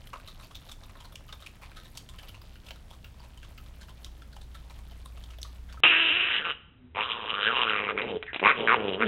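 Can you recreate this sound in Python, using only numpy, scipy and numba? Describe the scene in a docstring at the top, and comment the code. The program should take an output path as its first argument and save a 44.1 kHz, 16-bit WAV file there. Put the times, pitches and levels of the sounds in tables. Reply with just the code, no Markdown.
"""First you hear an opossum chewing with wet smacks, in a quiet room with a low hum.
Each smack is wet skin peeling apart, which makes the hollows of the mouth ring.
Then the scene changes: a piglet, close to a microphone with no treble, gives a harsh squeal that breaks
into a creak, grunts in long rattling runs, bites into a snack and barks between mouthfuls.
Its vocal folds slap shut again and again, and each slap rings its nose, mouth and throat."""
import sys
import numpy as np
from scipy import signal
from scipy.fft import rfft, irfft
from scipy.io import wavfile
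from scipy.ndimage import uniform_filter1d
from numba import njit

SR = 44100
rng = np.random.default_rng(int(sys.argv[2]) if len(sys.argv) > 2 else 0)


def master(y):
    """Save y as 16-bit WAV."""
    cut = np.clip(np.atleast_2d(y).T, -1, 1)
    pcm = np.round(cut * 32767)  # scale
    wavfile.write(sys.argv[1], SR, pcm.astype(np.int16))


N = 399987
TIME = np.arange(N) / SR
SCENE_CHANGE_S = 5.803


def from_db(db):
    """Turn decibels into a number to multiply by."""
    return 10 ** (np.asarray(db) / 20)


def rms_one(x):
    """Scale a signal so that its average level (rms) is 1."""
    return x / np.sqrt(np.mean(x ** 2) + 1e-20)


def in_time(rows):
    """Join a table's points with straight lines: one curve for each column after the time."""
    times, *columns = np.transpose(rows)
    return [np.interp(TIME, times, column) for column in columns]


def drift(per_s):
    """A random wobble of size about 1 that heads for a new value per_s times a second."""
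    points = rng.standard_normal(8192)
    return rms_one(np.interp(TIME * per_s, np.arange(len(points)), points))


def band(x, hz, kind="band", order=2):
    """Keep only the lows, the highs or a band in between."""
    sections = signal.butter(order, np.clip(hz, 10, .45 * SR), kind, fs=SR, output="sos")
    return signal.sosfilt(sections, x + 1e-18)


def ring(x, hz, width_hz):
    """Ring at one pitch, like a hollow; the smaller the width, the longer the ring."""
    r = np.exp(-np.pi * width_hz / SR)
    feedback = [1, -2 * r * np.cos(2 * np.pi * hz / SR), r * r]
    return signal.lfilter(np.array([1, 0, -1]) * (1 - r * r) / 2, feedback, x + 1e-18)


@njit
def glide(x, hz, width_hz):
    """Ring like a hollow that changes shape, so that pitch and width move."""
    out, state = np.zeros(len(x)), 0j
    for i in range(len(x)):
        state = state * np.exp(np.pi * (2j * hz[i] - width_hz[i]) / SR) + x[i]
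        out[i] = state.real
    return out


def even(x, span_s):
    """Even out slow changes of level but keep the single pulses."""
    size = max(int(span_s * SR), 2)
    power = uniform_filter1d(uniform_filter1d(x * x, size), size)
    return x / np.sqrt(np.abs(power) + 1e-20)


def at_level(x, db):
    """Give a short sound the energy of 20 ms at that level."""
    return from_db(db) * x * np.sqrt(.02 * SR / (np.sum(x * x) + 1e-20))


def add(track, s, sound):
    """Mix a short sound in at s seconds."""
    start = max(int(s * SR), 0)
    track[start:start + len(sound)] += sound[:N - start]


def room(x, fade_s, gap_s, size=22050):
    """Echoes off the walls begin after a short gap and fall by 60 dB in fade_s."""
    t = np.arange(size) / SR
    echoes = rng.standard_normal(size) * from_db(-60 * t / fade_s) * (t > gap_s)
    return signal.fftconvolve(x, echoes / np.linalg.norm(echoes))[:N]


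def air(spectrum):
    """Steady noise, as strong at each frequency as the table says."""
    hz, db = np.transpose(spectrum)
    grid_hz = np.maximum(np.fft.rfftfreq(N, 1 / SR), 1)
    gain = from_db(np.interp(np.log(grid_hz), np.log(hz), db))
    return irfft(rfft(rng.standard_normal(N)) * gain, N) * np.sqrt(SR / 2)


# still air around the opossum (frequency [Hz], level [dB per Hz])
CAGE_NOISE = [(12, -93), (28, -60.5), (45, -74), (85, -72), (180, -83), (260, -86.5), (400, -93),
              (900, -99), (2000, -102), (3500, -104), (7000, -111), (15000, -116)]
# a low hum that grows louder (time [s], level [dB])
HUM_LEVEL = [(0, -64), (2.9, -52.5), (3.4, -50.5), (4.5, -47.5), (5.8, -43.5)]
def cage_room(hum_hz=58.7):
    """Room air with a low rumble and a wavering hum."""
    phase = 2 * np.pi * np.cumsum(hum_hz + .6 * drift(5)) / SR
    hum = rms_one(np.sin(phase) + from_db(-30) * np.sin(2 * phase))
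    return air(CAGE_NOISE) + from_db(in_time(HUM_LEVEL)[0]) * hum


# still air around the piglet (frequency [Hz], level [dB per Hz])
PEN_NOISE = [(12, -85), (25, -85.5), (80, -73), (130, -81), (330, -92), (600, -103), (2500, -106),
             (4000, -109)]
def pen_air():
    """A faint, low rush of room air."""
    return air(PEN_NOISE)


# crackle of spit between the smacks (time [s], level [dB])
SALIVA_LEVEL = [(0, -59), (.35, -61), (1.85, -62.5), (2.3, -62), (2.95, -67), (3.6, -63), (4.4, -67.5),
                (5.1, -63), (5.75, -66)]
def saliva(per_s, cycles, pitches=22):
    """Tiny films of spit burst in clumps, each ringing briefly at one of many pitches."""
    bursts = rng.random(N) < per_s * from_db(5 * drift(18)) / SR
    pops = bursts * rng.choice([-1, 1], N) * from_db(1.95 * np.clip(rng.standard_normal(N), -2, 2))
    pitch_choice = rng.integers(0, pitches, N)
    out = np.zeros(N)
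    for k, hz in enumerate(np.geomspace(560, 13500, pitches)):
        db = np.interp(hz, [550, 1200, 1900, 3300, 5000, 13000], [.5, -4, -6.5, 3.5, -11.5, -4.5])
        ringing = ring(pops * (pitch_choice == k), hz, hz / cycles)
        out += from_db(db) * rms_one(ring(ringing, hz, hz / cycles))
    return from_db(in_time(SALIVA_LEVEL)[0]) * rms_one(out)


def peel(length_s, grain_db, size=2600):
    """Wet skin peels apart: a lumpy burst that swells and dies, then a crackling tail."""
    t = np.arange(size) / SR
    length_s = max(length_s, .001)
    lumps = from_db(grain_db * np.interp(t * 600, np.arange(100), rng.standard_normal(100)))
    burst = rms_one(t ** 2 * np.exp(-t / (.34 * length_s)))
    tail = from_db(1) * rms_one(t * np.exp(-t / (1.15 * length_s)))
    return rng.standard_normal(size) * lumps * (burst + tail)


def faint_smacks(per_s=4.5, spread=.19, count=60):
    """Small tongue movements at a loose pace, as random rows laid out like LOUD_SMACKS."""
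    rows = []
    for k, chance in enumerate(np.clip(rng.standard_normal((count, 6)), -2, 2)):
        s = (k + .5 + .37 * chance[0]) / per_s
        mouth_db, mouth_hz = -60.5 + chance[1], 1080 * np.exp(spread * chance[2])
        tongue_db, tongue_hz = -61 + chance[3], 3360 * np.exp(spread * chance[4])
        length_s = .0065 * np.exp(.35 * chance[5])
        if s < SCENE_CHANGE_S:
            rows.append((s, mouth_db, mouth_hz, tongue_db, tongue_hz, length_s))
    return rows


# the opossum's loud smacks
# (time [s], mouth level [dB], mouth ring [Hz], tongue level [dB], tongue ring [Hz], length [s])
LOUD_SMACKS = [(.072, -66, 1290, -54.5, 3030, 0.0027), (0.134, -39.5, 1140, -50, 2700, 0.0092),
               (0.278, -54, 1190, -47.5, 3830, 0.0084), (0.398, -54.5, 1090, -57, 3900, 0.013),
               (0.43, -70, 1010, -58, 2630, 0.0097), (0.51, -55, 1100, -77, 3100, 0.0047),
               (0.551, -65, 614, -46, 3670, 0.0076), (0.691, -54, 1180, -53, 3830, 0.0071),
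               (0.716, -60, 970, -49, 3530, 0.0041), (0.835, -59, 1040, -56, 3700, 0.0074),
               (0.954, -54.5, 1080, -70, 4050, 0.0054), (1.003, -56, 960, -54.5, 3250, 0.0079),
               (1.047, -54.5, 1000, -54.5, 3970, 0.0092), (1.156, -68, 1070, -47, 2950, 0.0028),
               (1.29, -53, 1210, -54, 2940, 0.0087), (1.326, -51.5, 1120, -46.5, 3630, 0.0041),
               (1.423, -55.5, 1280, -54.5, 3620, 0.015), (1.464, -63, 1090, -45.5, 2620, 0.0074),
               (1.623, -51.5, 980, -50.5, 2420, .02), (1.766, -51, 1440, -50.5, 3670, 0.015),
               (1.847, -61, 1810, -57, 3780, 0.012), (1.973, -61, 940, -51.5, 3430, .0031),
               (2.091, -60, 1030, -52, 3440, 0.012), (2.186, -56, 1740, -50.5, 3030, 0.006),
               (2.23, -56, 780, -55, 2700, 0.012), (2.285, -62, 1360, -50.5, 3040, 0.0094),
               (2.346, -57.5, 920, -53, 2690, 0.009), (2.665, -72, 820, -55.5, 3400, 0.0034),
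               (2.685, -65, 1320, -51.5, 2960, 0.0047), (2.708, -51, 690, -46.5, 3200, 0.0029),
               (2.903, -56.5, 840, -55.5, 3300, 0.008), (3.044, -59.5, 1340, -51.5, 2880, .011),
               (3.231, -57, 930, -60, 2630, 0.02), (3.375, -71, 930, -58, 3000, 0.003),
               (3.429, -58, 1540, -55.5, 2820, .012), (3.579, -58, 1340, -53.5, 2950, 0.0062),
               (3.814, -56.5, 1520, -60, 4270, .01), (3.893, -57, 930, -57, 3120, 0.0084),
               (4.046, -64, 1480, -47, 3730, 0.0022), (4.22, -56, 1320, -61, 3260, 0.0054),
               (4.364, -53, 840, -58, 3100, 0.0043), (4.415, -62, 780, -57, 3950, .0064),
               (4.548, -52, 1330, -54, 3670, 0.0089), (4.704, -57, 925, -60, 2410, .0065),
               (5.055, -53, 1080, -58, 3800, 0.0084), (5.238, -65, 660, -54, 3340, 0.0035),
               (5.305, -63, 1310, -56.5, 2910, 0.0096), (5.386, -58.5, 680, -56.5, 3320, 0.00256),
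               (5.416, -72, 1200, -52, 5660, 0.0025), (5.43, -68, 1500, -43, 4000, 0.0011),
               (5.447, -50.5, 1120, -74, 4000, 0.0051), (5.692, -54.5, 1560, -58, 3440, 0.015),
               (5.744, -55.5, 994, -71.5, 2560, 0.0031), (5.773, -52, 1285, -74.5, 2470, 0.0023)]
def opossum():
    """Each smack rings the mouth and the small gap under the tongue, with a fine spray on top."""
    out = saliva(per_s=450, cycles=2.2)
    for s, mouth_db, mouth_hz, tongue_db, tongue_hz, length_s in LOUD_SMACKS + faint_smacks():
        burst = peel(length_s, grain_db=4.5)
        mouth = ring(burst, mouth_hz, 184) + from_db(-11) * ring(burst, 604, 200)
        tongue = ring(burst, tongue_hz, 420) + from_db(-21) * ring(burst, 1.45 * tongue_hz, 860)
        spray_hz = 7200 * np.exp(.56 * np.clip(rng.standard_normal(), -2, 2))
        spray_db = tongue_db - 14 + 6.5 * rng.standard_normal()
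        smack = at_level(band(mouth, [420, 2200]), mouth_db)
        smack += at_level(band(tongue, 2330, "high"), tongue_db)
        smack += at_level(band(ring(burst, spray_hz, 3100), 2150, "high"), spray_db)
        add(out, s - .5 * length_s, smack)
    return out + from_db(-8.5) * room(out, fade_s=.26, gap_s=.0027)


# a thin squeak between the piglet's bites (time [s], pitch [Hz], level [dB])
FALLING_SQUEAK = [(8.255, 2471, -54), (8.285, 1880, -38), (8.305, 1740, -40.5), (8.325, 1550, -55)]
def squeak():
    """Rubbing makes one narrow ring that falls in pitch."""
    hz, level_db = in_time(FALLING_SQUEAK)
    width_hz = np.full(N, 250.)
    rasp = glide(glide(rng.standard_normal(N), hz, width_hz), hz, 3 * width_hz)
    playing = (TIME > FALLING_SQUEAK[0][0]) & (TIME < FALLING_SQUEAK[-1][0])
    return from_db(level_db) * even(rasp, .015) * playing


def snap(length_s, crackle_db, size=2600):
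    """A crumb breaks: one sharp burst, then a dying crackle."""
    t = np.arange(size) / SR
    grains = rng.standard_normal(size) * from_db(8.6 * rng.standard_normal(size))
    burst = rms_one(rng.standard_normal(size) * np.exp(-t / (.093 * length_s)))
    return burst + from_db(crackle_db) * rms_one(grains * np.exp(-t / length_s))


# bites into the snack (time [s], peak level [dB], mouth ring [Hz])
SNACK_BITES = [(8.0166, -14.5, 2090), (8.2264, -19.5, 2310), (8.265, -29.5, 2265), (8.3313, -19.5, 2578),
               (8.3445, -16.5, 2409), (8.36, -15, 2893), (8.3955, -16.5, 2230)]
def piglet_bites():
    """The snack cracks between the teeth and rings the mouth."""
    out = np.zeros(N)
    for s, peak_db, hz in SNACK_BITES:
        crack = snap(length_s=.01, crackle_db=-1)
        bite = band(ring(crack, hz, 700) + from_db(-2.5) * crack, [250, 4000])
        add(out, s, from_db(peak_db) * bite / np.abs(bite).max())
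    return out


def clean_note(rows, harmonics_db, waver):
    """A slightly wavering tone made of harmonics: whole multiples of its pitch."""
    pitch_hz, level_db = in_time(rows)
    phase = 2 * np.pi * np.cumsum(pitch_hz * (1 + waver * drift(150))) / SR
    tone = sum(from_db(db) * np.sin(k * phase) for k, db in enumerate(harmonics_db, 1))
    return rms_one(tone) * from_db(level_db) * (TIME > rows[0][0]) * (TIME < rows[-1][0])


# the piglet's clear notes (time [s], pitch [Hz], level [dB])
SOFT_GRUNT_NOTE = [(6.7, 130.2, -77), (6.79, 128.8, -61.5), (6.85, 125.4, -49.5), (6.89, 124.4, -55.5),
                   (6.93, 117.9, -82)]
WHINE_NOTE = [(8.98, 205, -60), (9.005, 220, -34), (9.03, 232, -28.5), (9.07, 205, -27.5)]
NASAL_NOTE = [(8.06, 500.3, -57.5), (8.135, 444, -34.5), (8.168, 416.7, -33), (8.185, 411.8, -64)]  # closes the long grunt
WHISTLE_NOTE = [(5.835, 2800, -57), (5.86, 2800, -15.5), (5.885, 2780, -21.5), (5.91, 2520, -23.5),
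                (5.93, 2740, -58.5)]  # opens the squeal
def piglet_notes():
    """Short stretches where the voice runs smoothly."""
    return (clean_note(SOFT_GRUNT_NOTE, [-12, 0, -15], waver=.0077)
            + clean_note(WHINE_NOTE, [0, -1, -12], waver=.016)
            + clean_note(NASAL_NOTE, [0], waver=.04)
            + clean_note(WHISTLE_NOTE, [0], waver=.008))


def vocal_pulses(pitch_hz, rough, wander, jitter, shimmer_db, rasp_db, hiss_db):
    """The vocal folds slap shut once a cycle, unevenly when rough, and let a puff of air through."""
    cycles = np.cumsum(pitch_hz * np.exp(wander * rough * drift(200))) / SR
    cycles += jitter * rough * drift(250)
    closures = np.diff(np.floor(np.maximum.accumulate(cycles)), prepend=0)
    strength = from_db(shimmer_db * rough * np.clip(drift(400), -1.7, 1.7))
    slaps = closures * np.sqrt(SR / pitch_hz) * strength
    puff = rms_one(np.exp(-(cycles % 1) / .32))
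    breath = from_db(rasp_db) * (rough + .45) * puff + from_db(hiss_db) * rough
    return slaps + band(rng.standard_normal(N) * breath, 170, "high", order=1)


# how the snout rings (time [s], ring [Hz], width [Hz])
SNOUT_RING = [(6.2, 380, 305), (6.45, 457, 128.5), (7.85, 438, 134.5), (8.15, 410, 109.7),
              (8.5, 424.7, 129.3), (8.75, 425, 119), (9.0, 398.5, 100.1)]
def snout(pulses):
    """The pulses ring the nose, with a weaker ring an octave lower."""
    hz, width_hz = in_time(SNOUT_RING)
    return band(glide(pulses, hz, width_hz) + from_db(-9) * glide(pulses, hz / 2, width_hz), [105, 700])


def sounding(call, attack_s=.0017, fade_db_per_s=747.5):
    """A call starts abruptly, holds to its last point and dies quickly."""
    attack = np.clip((TIME - call[0][0]) / attack_s, 0, 1)
    return attack * from_db(-fade_db_per_s * np.clip(TIME - call[-1][0], 0, .5))


# the throat in the squeal, the long grunt and the grunt with a full mouth
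# (time [s], effort [dB], mouth opening [0-1], mouth ring [Hz], upper throat ring [Hz])
SQUEAL_THROAT = [(5.834, -30, 0.83, 955, 2810), (5.86, -36.5, 0.8, 1080, 2590),
                 (5.89, -35.5, 0.56, 1670, 2720), (5.93, -42, 0.96, 1650, 2730),
                 (6.06, -42.5, .65, 1560, 2825), (6.18, -44, .68, 1440, 2720),
                 (6.27, -48, 0.86, 1830, 2745), (6.33, -49, 1, 1858, 2990), (6.4, -47, 0.81, 1700, 2850),
                 (6.44, -51.5, 0.71, 1400, 2746), (6.45, -43.5, .82, 1330, 2664),
                 (6.515, -47.5, 0.78, 1300, 2800)]
GRUNT_THROAT = [(6.945, -46.5, .3, 954, 2372), (6.977, -40.5, 0.81, 912.7, 2420),
                (7.01, -42.5, 0.75, 1003, 2540), (7.05, -50.5, 0.86, 1094, 3000),
                (7.25, -47, 0.62, 1010, 2870), (7.39, -44.5, 0.84, 1290, 2990),
                (7.441, -44, 0.82, 1395, 2993), (7.475, -36, 0.82, 1610, 2900),
                (7.549, -42.5, 0.73, 979, 2750), (7.61, -39, 0.82, 1072, 2897),
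                (7.645, -41.5, 0.69, 1080, 2779), (7.69, -39.5, 0.78, 1450, 2750),
                (7.77, -40, 0.68, 1177, 2390), (7.941, -37.5, 0, 876, 2202), (8.06, -37, 0.22, 890, 2581),
                (8.164, -35, 0, 915, 3140)]
MUNCH_THROAT = [(8.414, -34.5, 0, 950, 2280), (8.435, -28, .3, 950, 2320), (8.495, -31.5, .3, 1190, 2730),
                (8.535, -44, 0.49, 1211, 2840), (8.6, -32.5, .15, 950.5, 2991),
                (8.79, -33, 0.04, 1002, 2770), (8.88, -30.5, 0, 891.7, 2874),
                (8.96, -34.5, 0.05, 944.5, 3000), (9.07, -35, 0.27, 1506, 2807)]
# the upper throat's ring briefly swells or dips in the grunts (time [s], change [dB])
THROAT_FLARES = [(7.012, 6.5), (7.115, 11.5), (7.302, 8.5), (7.495, -3), (7.612, 4), (7.69, -3.5),
                 (7.832, 4), (8.645, 2.5), (8.89, 10), (8.945, 9)]
# barks: the mouth flies open in mid-grunt (time [s], rise [s], length [s], mouth opening [0-1],
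# brightness [dB], mouth ring at start [Hz], mouth ring at end [Hz])
BARK_SHAPES = [(7.861, 0.023, 0.053, 0.63, 1, 1300, 1200), (7.964, 0.015, 0.036, 0.56, 4, 1500, 1090),
               (8.422, 0.046, 0.095, 0.86, -0.5, 934, 1290), (8.669, 0.005, 0.076, 0.84, -3.5, 1548, 970),
               (8.988, 0.032, 0.05, 0.78, -4, 1200, 1400)]
def throat(tension, bark_release_s=.014, bark_upper_hz=2228):
    """Effort sets the loudness; an open mouth lets out the higher rings, and each bark throws it wide."""
    effort_db, opening, mouth_hz, upper_hz = in_time(SQUEAL_THROAT + GRUNT_THROAT + MUNCH_THROAT)
    bright_db = 3.5 * drift(46)  # a slack throat flutters
    bright_db += sum(db * np.exp(-((TIME - s) / .015) ** 2) for s, db in THROAT_FLARES)
    for s, rise_s, length_s, wide, bark_db, start_hz, end_hz in BARK_SHAPES:
        bark = np.clip(np.minimum((TIME - s) / rise_s, 1 - (TIME - s - length_s) / bark_release_s), 0, 1)
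        opening += bark * (wide - opening)
        mouth_hz += bark * (np.interp(TIME, [s, s + length_s], [start_hz, end_hz]) - mouth_hz)
        upper_hz += bark * (bark_upper_hz - upper_hz)
        bright_db += bark * (bark_db - bright_db)
    mouth_db = effort_db - 13 + 31 * opening
    slack_db = -11.5 + 29 * opening + bright_db
    tense_db = 20.5  # in a squeal the upper throat rings whatever the mouth does
    upper_db = effort_db + (1 - tension) * slack_db + tension * tense_db
    calling = sounding(SQUEAL_THROAT) + sounding(GRUNT_THROAT) + sounding(MUNCH_THROAT)
    return calling, effort_db, mouth_db, upper_db, mouth_hz, upper_hz


# the vocal folds in the same three calls (time [s], pitch [Hz], roughness [0-1])
SQUEAL_FOLDS = [(5.83, 331.9, 0.94), (5.885, 345, 0.06), (5.92, 323.2, 0.17), (6.06, 325, 0.15),
                (6.085, 338.7, 0.33), (6.115, 309, 0.16), (6.17, 370, 0.13), (6.21, 336.8, .25),
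                (6.24, 352.5, .35), (6.31, 322, 0.6), (6.37, 289.8, 0.51), (6.4, 161, 0.32),
                (6.435, 140.8, 0.31), (6.455, 178.2, .15), (6.52, 140, 0.24)]  # drops into a creak
GRUNT_FOLDS = [(6.96, 95.05, 0.22), (7.07, 131, 0.48), (7.24, 107, 0.34), (7.3, 120.1, .25),
               (7.335, 96.08, 0.14), (7.45, 107, 0.13), (7.57, 128.1, 0.17), (7.67, 108.8, .12),
               (7.83, 102.8, .17), (7.99, 99.45, .17), (8.06, 132.2, 0.44), (8.16, 86.07, 0.19)]
MUNCH_FOLDS = [(8.44, 91, .25), (8.51, 143.8, .35), (8.6, 107.3, .35), (8.645, 121.1, .1),
               (8.682, 109.9, .08), (8.745, 127.3, .12), (8.79, 108.1, .12), (8.942, 91.87, .1),
               (9.06, 119.3, 0.1)]
def piglet_voice():
    """Pulses ring the nose, mouth and upper throat; an open mouth makes a bark, a closed one a grunt."""
    pitch_hz, rough = in_time(SQUEAL_FOLDS + GRUNT_FOLDS + MUNCH_FOLDS)
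    # a tense, squealing throat damps the mouth's ring and drives the upper one
    tension = np.clip((pitch_hz - 135) / 110, 0, 1)
    calling, nose_db, mouth_db, upper_db, mouth_hz, upper_hz = throat(tension)
    pulses = vocal_pulses(pitch_hz, rough, wander=.16, jitter=.14, shimmer_db=3, rasp_db=1.2, hiss_db=-4.5)
    # ringing twice in a row makes each pulse swell before it dies
    mouth = glide(pulses, mouth_hz, 220 + 600 * tension)
    mouth = band(glide(mouth, mouth_hz, 1300 + 900 * tension), [820, 2050])
    upper_width_hz = 880 * from_db(-2.3 * tension)
    upper = glide(band(pulses, 1100, "high", order=4), upper_hz, upper_width_hz)
    upper = glide(upper, upper_hz, upper_width_hz)
    return calling * (from_db(nose_db) * even(snout(pulses), .077)
                      + from_db(mouth_db) * even(mouth, .041)
                      + from_db(upper_db) * even(upper, .14))


def piglet(treble_limit_hz=3900):
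    """The piglet in a small room, heard through a microphone that rounds the peaks and has no treble."""
    direct = piglet_voice() + piglet_notes() + squeak() + piglet_bites()
    room_ring = from_db(-9) * ring(direct, 512, 22)
    early_echoes = from_db(-15) * room(direct, fade_s=.092, gap_s=.0023)
    late_echoes = from_db(-16.5) * room(direct, fade_s=.58, gap_s=.021)
    rounded = .5 * np.tanh((direct + room_ring + early_echoes + late_echoes) / .5)
    treble_cut = signal.cheby1(12, .5, treble_limit_hz, fs=SR, output="sos")
    return signal.sosfilt(treble_cut, band(rounded + pen_air(), 4300, "low"))


def scene():
    """First the opossum, then the piglet, in one channel."""
    return np.where(TIME >= SCENE_CHANGE_S, piglet(), cage_room() + opossum())[None]


def record(dry, cutoff_hz=15800):
    """The very highest treble is cut off steeply."""
    return signal.sosfilt(signal.ellip(10, .1, 80, cutoff_hz, fs=SR, output="sos"), dry)


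dry = scene()
out = record(dry)
master(out)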